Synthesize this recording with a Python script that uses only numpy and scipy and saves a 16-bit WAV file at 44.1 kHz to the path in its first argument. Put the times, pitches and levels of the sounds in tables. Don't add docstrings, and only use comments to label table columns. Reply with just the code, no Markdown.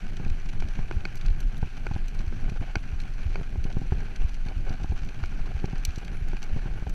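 import sys
import numpy as np
from scipy import signal
from scipy.fft import rfft, irfft
from scipy.io import wavfile
from scipy.ndimage import uniform_filter1d

SR = 44100
rng = np.random.default_rng(int(sys.argv[2]) if len(sys.argv) > 2 else 0)


def magnitude_from_level(level_db):
    exponent = np.asarray(level_db, float) / 20
    return 10 ** exponent


def log_audio(samples):
    frames = np.atleast_2d(samples).T
    limited = np.clip(frames, -1, 1)
    pcm = np.round(limited * 32767).astype(np.int16)
    wavfile.write(sys.argv[1], SR, pcm)


N = 306048

CHIRP_STARTS = [.08, .32, .529, .721, .934, 1.163, 1.377, 1.555, 1.764, 1.955, 2.168, 2.4, 2.602, 2.794,
                3.0, 3.223, 3.405, 3.635, 3.864, 4.025, 4.279, 4.458, 4.702, 4.922, 6.005, 6.186, 6.381,
                6.537, 6.762]
# time_s, level_db
CRUNCH_LEVEL = [(0.0, -50), (1.31, -49), (1.66, -51), (2.63, -49), (2.9, -50), (3.19, -50), (3.67, -52.5),
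                (4.1, -48), (4.48, -51.5), (5.32, -49), (5.82, -48), (6.22, -50), (6.57, -47), (6.94, -53)]
# pitch_hz, width_hz, level_db (relative)
CASE_MODES = [(366.4, 84, 10), (783, 148, 4), (1544, 250, 1), (2290, 272, 0.5), (2475, 307, 1.5),
              (2964, 736, -6.5), (4128, 407, -8), (4528, 480, -10), (5976, 600, -12), (7730, 1040, -24),
              (8890, 1300, -27.5), (10800, 3400, -34), (12140, 430, -33.5), (1034, 123, -13.5)]
# start_s, length_s, level_db
CASE_RUBS = [(2.474, 0.024, -48), (2.556, 0.026, -47), (2.619, 0.029, -46), (2.668, 0.046, -49.5),
             (3.661, 0.022, -47), (3.694, 0.029, -48), (4.204, 0.024, -50), (4.461, 0.082, -49),
             (4.659, 0.037, -44), (4.708, 0.047, -48), (4.793, 0.035, -50), (5.387, 0.022, -51),
             (5.467, 0.018, -46.5), (5.505, 0.019, -48.5), (5.676, 0.017, -47), (5.751, 0.029, -48),
             (6.01, 0.03, -49), (6.258, 0.027, -54), (6.425, 0.033, -50.5), (6.575, 0.034, -53),
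             (6.668, 0.02, -47), (6.768, 0.025, -48)]
# (above 250 Hz, ring most)
STONE_CRACKS = [(0.167, -36, 4.3), (0.299, -37, 4.4), (0.4884, -36.5, 4.5), (0.602, -38.5, 4.5),
                (0.685, -38, 4.7), (1.155, -41, 6), (1.1728, -38, 5.1), (1.211, -36.5, 4.05),
                (1.261, -33.5, 4.43), (1.282, -36.5, 3.6), (1.404, -37, 5.8), (1.578, -47, 6.2),
                (1.6167, -42, 4.5), (2.0817, -35, 5.4), (2.147, -45, 5.6), (2.19, -34.5, 4.2),
                (2.4958, -35.5, 4.55), (3.001, -33, 4.64), (3.016, -42, 5.1), (3.1363, -45, 5),
                (3.2306, -38.5, 3.2), (3.6402, -32.5, 4.53), (3.7256, -39.5, 4.5), (4.16, -34.5, 4.55),
                (4.342, -40, 5), (4.485, -35, 4.2), (4.694, -35.5, 4.5), (4.8347, -38, 4.35),
                (5.048, -45.5, 5.4), (5.088, -36, 4.2), (5.257, -38, 4.6), (5.655, -34, 4.7),
                (5.7808, -41, 5.1), (5.8504, -16.5, 5.28), (5.958, -34.5, 4.7), (5.982, -38, 5.2),
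                (6.047, -39.5, 4.8), (6.2836, -45, 5.7), (6.428, -32.5, 4.86), (6.438, -41, 5.4),
                (6.894, -40.5, 5.7)]
# (above 250 Hz, ring most)
FRAME_HITS = [(.6225, -28, 2.3), (.911, -24, 2.03), (1.0522, -19, 3.5), (1.8665, -22, 2.15),
              (2.324, -34, 1.6), (2.755, -13.5, 2.78), (2.772, -36, 2.6), (3.356, -22, 2.4),
              (5.2373, -26, 2.34), (6.332, -28.5, 1.5)]
# pitch_hz, width_hz, level_db (relative)
FRAME_MODES = [(364, 88, 8), (840, 306, 6), (1476, 134, -0.5), (2227, 137, -2), (2483, 103, -7.5),
               (3050, 120, -15), (4520, 264, 1), (5770, 240, -10.5), (7500, 180, -30), (8800, 500, -25)]
# time_s, thud_peak_db, knock_peak_db (knock of the case)
MOUNT_JOLTS = [(.197, -22.5, -37), (0.262, -20.5, -39), (.787, -21, -30.5), (1.626, -17, -27.5),
               (1.91, -16.5, -30.5), (1.96, -19, -29.5), (2.423, -32, -44), (2.518, -19.5, -55),
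               (2.613, -20.5, -44), (2.764, -17.5, -45), (3.555, -27, -33.5), (3.651, -17.5, -59),
               (3.767, -16, -35), (3.815, -21, -37), (3.92, -15.5, -23.5), (4.459, -23, -45),
               (4.704, -18, -41), (4.842, -21, -32), (4.918, -21, -32.5), (5.64, -15, -25),
               (5.73, -20.5, -37), (5.975, -20.5, -48), (6.561, -16.5, -52), (6.656, -26, -35),
               (6.822, -21.5, -39), (6.866, -21, -31)]
# time_s, kick_peak_db
HEARTBEATS = [(0.314, -22.2), (0.647, -23.5), (0.966, -19.5), (1.308, -21), (1.631, -26), (1.946, -23.5),
              (2.276, -21.5), (2.602, -22), (2.932, -21), (3.263, -17.5), (3.583, -18.5), (3.924, -18.5),
              (4.248, -20), (4.571, -22.5), (4.901, -17), (5.23, -21), (5.552, -20.5), (5.884, -21),
              (6.222, -23), (6.537, -21.5), (6.867, -22.5)]
# (per Hz, relative)
SHAKE_SPECTRUM = [(5.0, -12), (16, 3.5), (39, -3.5), (52, -26), (75, -14.5), (128, -14.5), (349, -29.5),
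                  (501, -46.5), (600, -37.5), (780, -43), (1320, -120)]
# time_s, level_db
MOUNT_HEAVES = [(.29, -21), (.48, -20), (.59, -22), (.70, -25), (.81, -23.5), (1.29, -17.5), (1.47, -21),
                (1.82, -28), (2.02, -26), (2.19, -23), (2.463, -18), (3.28, -23), (3.78, -24),
                (4.226, -17.5), (4.44, -26.5), (4.69, -24), (5.03, -26), (5.43, -18.5), (5.79, -22.5),
                (6.28, -27.5), (6.54, -20), (6.72, -27)]
# middle_s, half_width_s
STILL_MOMENTS = [(.40, 0.035), (1.12, 0.02), (1.70, 0.024), (2.70, 0.044), (4.10, 0.053), (5.14, 0.027),
                 (5.56, 0.066), (5.93, 0.15)]

REFERENCE_CRUNCH_DB, COARSENING = -57.5, 0.85
JOLT_RUB_S, JOLT_RUB_DB = 0.0151, -30.5
SQUEAK_HZ, SQUEAK_WANDER, SQUEAK_DB = 740, 0.031, -6
SCRAPE_BELOW_DB, SCRAPE_SPAN_DB = -28.5, 9
DULL_HZ, THUD_HZ = 840, 106.5
HEAVE_S, REST_DB, FLUTTER_DB = 0.027, -28.5, 1
LULL_DB = -5.5


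def evened(x):
    return x / np.sqrt(np.mean(x ** 2) + 1e-20)


def peaked(x):
    return x / abs(x).max()


def curve(rows):
    s, *columns = np.transpose(rows)
    return [np.interp(np.arange(N) / SR, s, c) for c in columns]


def add(mix, s, sound):
    part = mix[round(s * SR):][:len(sound)]
    part += sound[:len(part)]


def tilted(x, db_per_octave, pivot_hz=3000):
    hz = np.fft.rfftfreq(len(x), 1 / SR)
    return irfft(rfft(x) * magnitude_from_level(db_per_octave * np.log2((hz + 100) / pivot_hz)), len(x))


def slow_noise(top_hz):
    low = signal.butter(2, top_hz, fs=SR, output="sos")
    return evened(signal.sosfiltfilt(low, rng.standard_normal(N)))


def smooth_noise(first, second):
    return evened(uniform_filter1d(uniform_filter1d(rng.standard_normal(N), first), second))


def clicks(per_s, spread_db):
    hit = rng.random(N) < per_s / SR
    sign = rng.choice([-1., 1.], N)
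    return hit * sign * magnitude_from_level(spread_db * np.minimum(rng.exponential(1, N), 3))


def ring(hz, width_hz, rise_s, seconds=.12):
    t = np.arange(round(seconds * SR)) / SR
    return (1 - np.exp(-t / rise_s)) * np.exp(-np.pi * width_hz * t) * np.sin(2 * np.pi * hz * t)


def burst(noise, rise_s, fall_s):
    t = np.arange(len(noise)) / SR
    return noise * (1 - np.exp(-t / rise_s)) * np.exp(-t / fall_s)


def case(x):
    response = 0
    for k, (hz, width, db) in enumerate(CASE_MODES):
        response = response + (-1) ** k * magnitude_from_level(db) * width * ring(hz, width, 1e-5, .03)
    return signal.oaconvolve(x, response)[:len(x)]


def strike(modes, chance, hardness, reach_db, linger, rise_s=0.00061):
    t, sound = np.arange(1024) / SR, 0
    uneven_db = 1.5
    for (hz, width, db), (luck, phase) in zip(modes, chance[:2 * len(modes)].reshape(-1, 2)):
        db = db + uneven_db * luck - reach_db * (np.log2(hz / 250) - hardness) ** 2
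        tone = np.sin(2 * np.pi * hz * (1 + 0.0052 * luck) * t + 2 * phase)
        sound = sound + magnitude_from_level(db) * np.exp(-np.pi * width * t / linger) * tone
    return peaked(sound * (1 - np.exp(-t / rise_s)) ** 2)


def patchy(x, patch_db):
    z = signal.stft(x, nperseg=256, noverlap=192)[2]
    patches = uniform_filter1d(rng.standard_normal(z.shape), size=4, axis=0)
    patches = uniform_filter1d(patches, size=18, axis=1)
    return signal.istft(z * magnitude_from_level(patch_db * evened(patches)), nperseg=256, noverlap=192)[1][:len(x)]


def insect():
    out, t = np.zeros(N), np.arange(round(0.023 * SR)) / SR
    for s, (detune, phase) in zip(CHIRP_STARTS, rng.standard_normal((len(CHIRP_STARTS), 2))):
        tone = np.sin(2 * np.pi * 10570 * (1 + 0.0026 * detune) * t + phase)
        add(out, s, magnitude_from_level(-71.0) * tone * signal.windows.tukey(len(t), .2))
    t = np.arange(round(0.054 * SR)) / SR
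    buzz = np.sin(2 * np.pi * 10000 * t) + .8 * np.sin(2 * np.pi * 10550 * t)
    add(out, 6.127, magnitude_from_level(-70) * buzz * signal.windows.tukey(len(t), .1))
    return out


def crunch():
    level_db, = curve(CRUNCH_LEVEL)
    treble_db = COARSENING * (REFERENCE_CRUNCH_DB - level_db)
    clumps_db = 1.25 * smooth_noise(600, 300)
    hiss = evened(clicks(per_s=5000, spread_db=3.5))
    pebble_shape = burst(np.ones(1024), 0.0006, 0.002)
    pebble_hits = abs(clicks(per_s=140, spread_db=5.5))
    pebbles = signal.oaconvolve(pebble_hits, pebble_shape)[:N] * rng.standard_normal(N)
    crackle_shape = burst(np.ones(512), 0.00065, 0.0021)
    crackle_hits = abs(clicks(per_s=70, spread_db=5.))
    crackle = signal.oaconvolve(crackle_hits, crackle_shape)[:N] * rng.standard_normal(N)
    grains = magnitude_from_level(-1) * evened(tilted(pebbles, 1.5)) + magnitude_from_level(-6) * evened(tilted(crackle, 6.3))
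    ground = patchy(magnitude_from_level(clumps_db) * (hiss + grains), patch_db=1.4)
    airborne = signal.butter(2, 1100, "high", fs=SR, output="sos")
    grit = evened(case(signal.sosfilt(airborne, ground)))
    coarse = signal.sosfiltfilt(signal.butter(1, 3000, fs=SR, output="sos"), grit)
    return magnitude_from_level(level_db) * (coarse + magnitude_from_level(treble_db) * (grit - coarse))


def rattle():
    rubbing = np.zeros(N)
    jolt_rubs = [(s, JOLT_RUB_S, thud_db + JOLT_RUB_DB) for s, thud_db, _ in MOUNT_JOLTS]
    for s, seconds, db in list(CASE_RUBS) + jolt_rubs:
        add(rubbing, s, magnitude_from_level(db) * signal.windows.tukey(round(seconds * SR), .4))
    above_thuds = signal.butter(2, 600, "high", fs=SR, output="sos")
    rub_noise = signal.sosfilt(above_thuds, tilted(rng.standard_normal(N), -4.5))
    rubs = rubbing * evened(case(rub_noise))
    runs = magnitude_from_level(3.5 * smooth_noise(4000, 2000))
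    taps = runs * clicks(per_s=90, spread_db=-3.5)
    thuds = signal.oaconvolve(taps, ring(112.5, 95, 0.00091))[:N]
    return rubs + magnitude_from_level(-56.5) * evened(case(tilted(taps, -5.5))) + magnitude_from_level(-46.0) * evened(thuds)


def squeak():
    pressing = np.zeros(N)
    for s, seconds, db in CASE_RUBS:
        add(pressing, s, magnitude_from_level(db + SQUEAK_DB) * signal.windows.tukey(round(seconds * SR), .6))
    wander, grip = (evened(uniform_filter1d(rng.standard_normal(N), size)) for size in (600, 300))
    turns = np.cumsum(SQUEAK_HZ * (1 + SQUEAK_WANDER * wander)) / SR
    slips = sum(magnitude_from_level(-1.5 * k) * np.cos(2 * np.pi * k * turns) for k in range(1, 5))
    return pressing * magnitude_from_level(3.4 * grip) * evened(slips)


def stones():
    out, chance = np.zeros(N), rng.standard_normal((len(STONE_CRACKS), 1024))
    thin = signal.butter(3, 2200, "high", fs=SR, output="sos")
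    airy = signal.butter(2, [7200, 13600], "band", fs=SR, output="sos")
    for (s, db, hardness), noise in zip(STONE_CRACKS, chance):
        scrape = np.clip((SCRAPE_BELOW_DB - db) / SCRAPE_SPAN_DB, 0, 1)
        contact = burst(noise, 0.00057, 0.0033 + 0.00041 * scrape)
        spray = case(tilted(contact, 7.1 * (hardness - 4.2)))
        reach_db = 8.5 - 4.8 * (hardness - 5.5) * (1 - scrape)
        ringing = strike(CASE_MODES, noise, hardness, reach_db, linger=2.5)
        crack = ringing + magnitude_from_level(-7.0 + 10.0 * scrape) * peaked(signal.sosfilt(thin, spray))
        snap = peaked(signal.sosfilt(airy, burst(noise[::-1], 0.00063, 0.0011)))
        snap_db = -12.5 + 8.2 * (hardness - 5.5) - 9. * scrape
        add(out, s, magnitude_from_level(db) * (peaked(crack) + magnitude_from_level(snap_db) * snap))
    return out


def clacks():
    out, chance = np.zeros(N), rng.standard_normal((len(FRAME_HITS), 1024))
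    for (s, db, hardness), luck in zip(FRAME_HITS, chance):
        crack = peaked(case(burst(luck[::-1], .0006, .0016)))
        tube = strike(FRAME_MODES, luck, hardness, reach_db=3., linger=0.96, rise_s=0.00072)
        add(out, s, magnitude_from_level(db) * (tube + magnitude_from_level(-8.5) * crack))
    return out


def jolts():
    out, chance = np.zeros(N), rng.standard_normal((len(MOUNT_JOLTS), 64))
    for (s, thud_db, knock_db), luck in zip(MOUNT_JOLTS, chance):
        thud = peaked(ring(THUD_HZ * (1 + 0.14 * luck[-1]), 133, 0.00085))
        add(out, s + 0.002, np.sign(luck[-2]) * magnitude_from_level(thud_db) * thud)
        knock = strike(CASE_MODES, luck, np.log2(DULL_HZ / 250), reach_db=6.0, linger=1.43)
        add(out, s + 0.00141, magnitude_from_level(knock_db) * knock)
    return out


def heart():
    kick = -peaked(ring(64.5, 31.8, 0.0067))
    heave = -peaked(ring(23.93, 3.8, 0.085, 0.3))
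    out = np.zeros(N)
    for s, db in HEARTBEATS:
        add(out, s - .005, magnitude_from_level(db) * kick)
        add(out, s - .058, magnitude_from_level(db - 8.5) * heave)
    return out


def shake():
    hz, db = np.transpose(SHAKE_SPECTRUM)
    colour = magnitude_from_level(np.interp(np.log(np.fft.rfftfreq(N, 1 / SR) + 1), np.log(hz + 1), db))
    sway = irfft(rfft(rng.standard_normal(N)) * colour, N)
    slow = signal.sosfiltfilt(signal.butter(2, 40, fs=SR, output="sos"), sway)
    scale = np.std(slow)
    steady = evened(slow / (abs(signal.hilbert(slow)) + 0.83 * scale))
    rough = (sway - slow) / scale
    t = np.arange(N) / SR
    rest_power = magnitude_from_level(REST_DB + FLUTTER_DB * slow_noise(9)) ** 2
    heave_power = sum(magnitude_from_level(db) ** 2 * np.exp(-((t - s) / HEAVE_S) ** 2) for s, db in MOUNT_HEAVES)
    still_db = sum(LULL_DB * np.exp(-((t - s) / half) ** 2) for s, half in STILL_MOMENTS)
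    level_db = 10 * np.log10(rest_power + heave_power) + still_db
    lumps_db = 5 * np.minimum(slow_noise(14), 1)
    rough_db = 0.37 * level_db - 24.5 + lumps_db + .5 * still_db
    return magnitude_from_level(level_db) * steady + magnitude_from_level(rough_db) * rough


def scene():
    body = shake() + heart()
    mount = rattle() + squeak() + jolts()
    trail = clacks() + stones() + crunch() + insect()
    return (body + mount + trail)[None]


def low_pass(x):
    return signal.sosfilt(signal.butter(12, 15280, fs=SR, output="sos"), x)


def record(dry):
    hiss = signal.sosfilt(signal.butter(4, 12300, fs=SR, output="sos"), rng.standard_normal(dry.shape))
    return low_pass(dry + magnitude_from_level(-69.5) * hiss)


dry = scene()
out = record(dry)
log_audio(out)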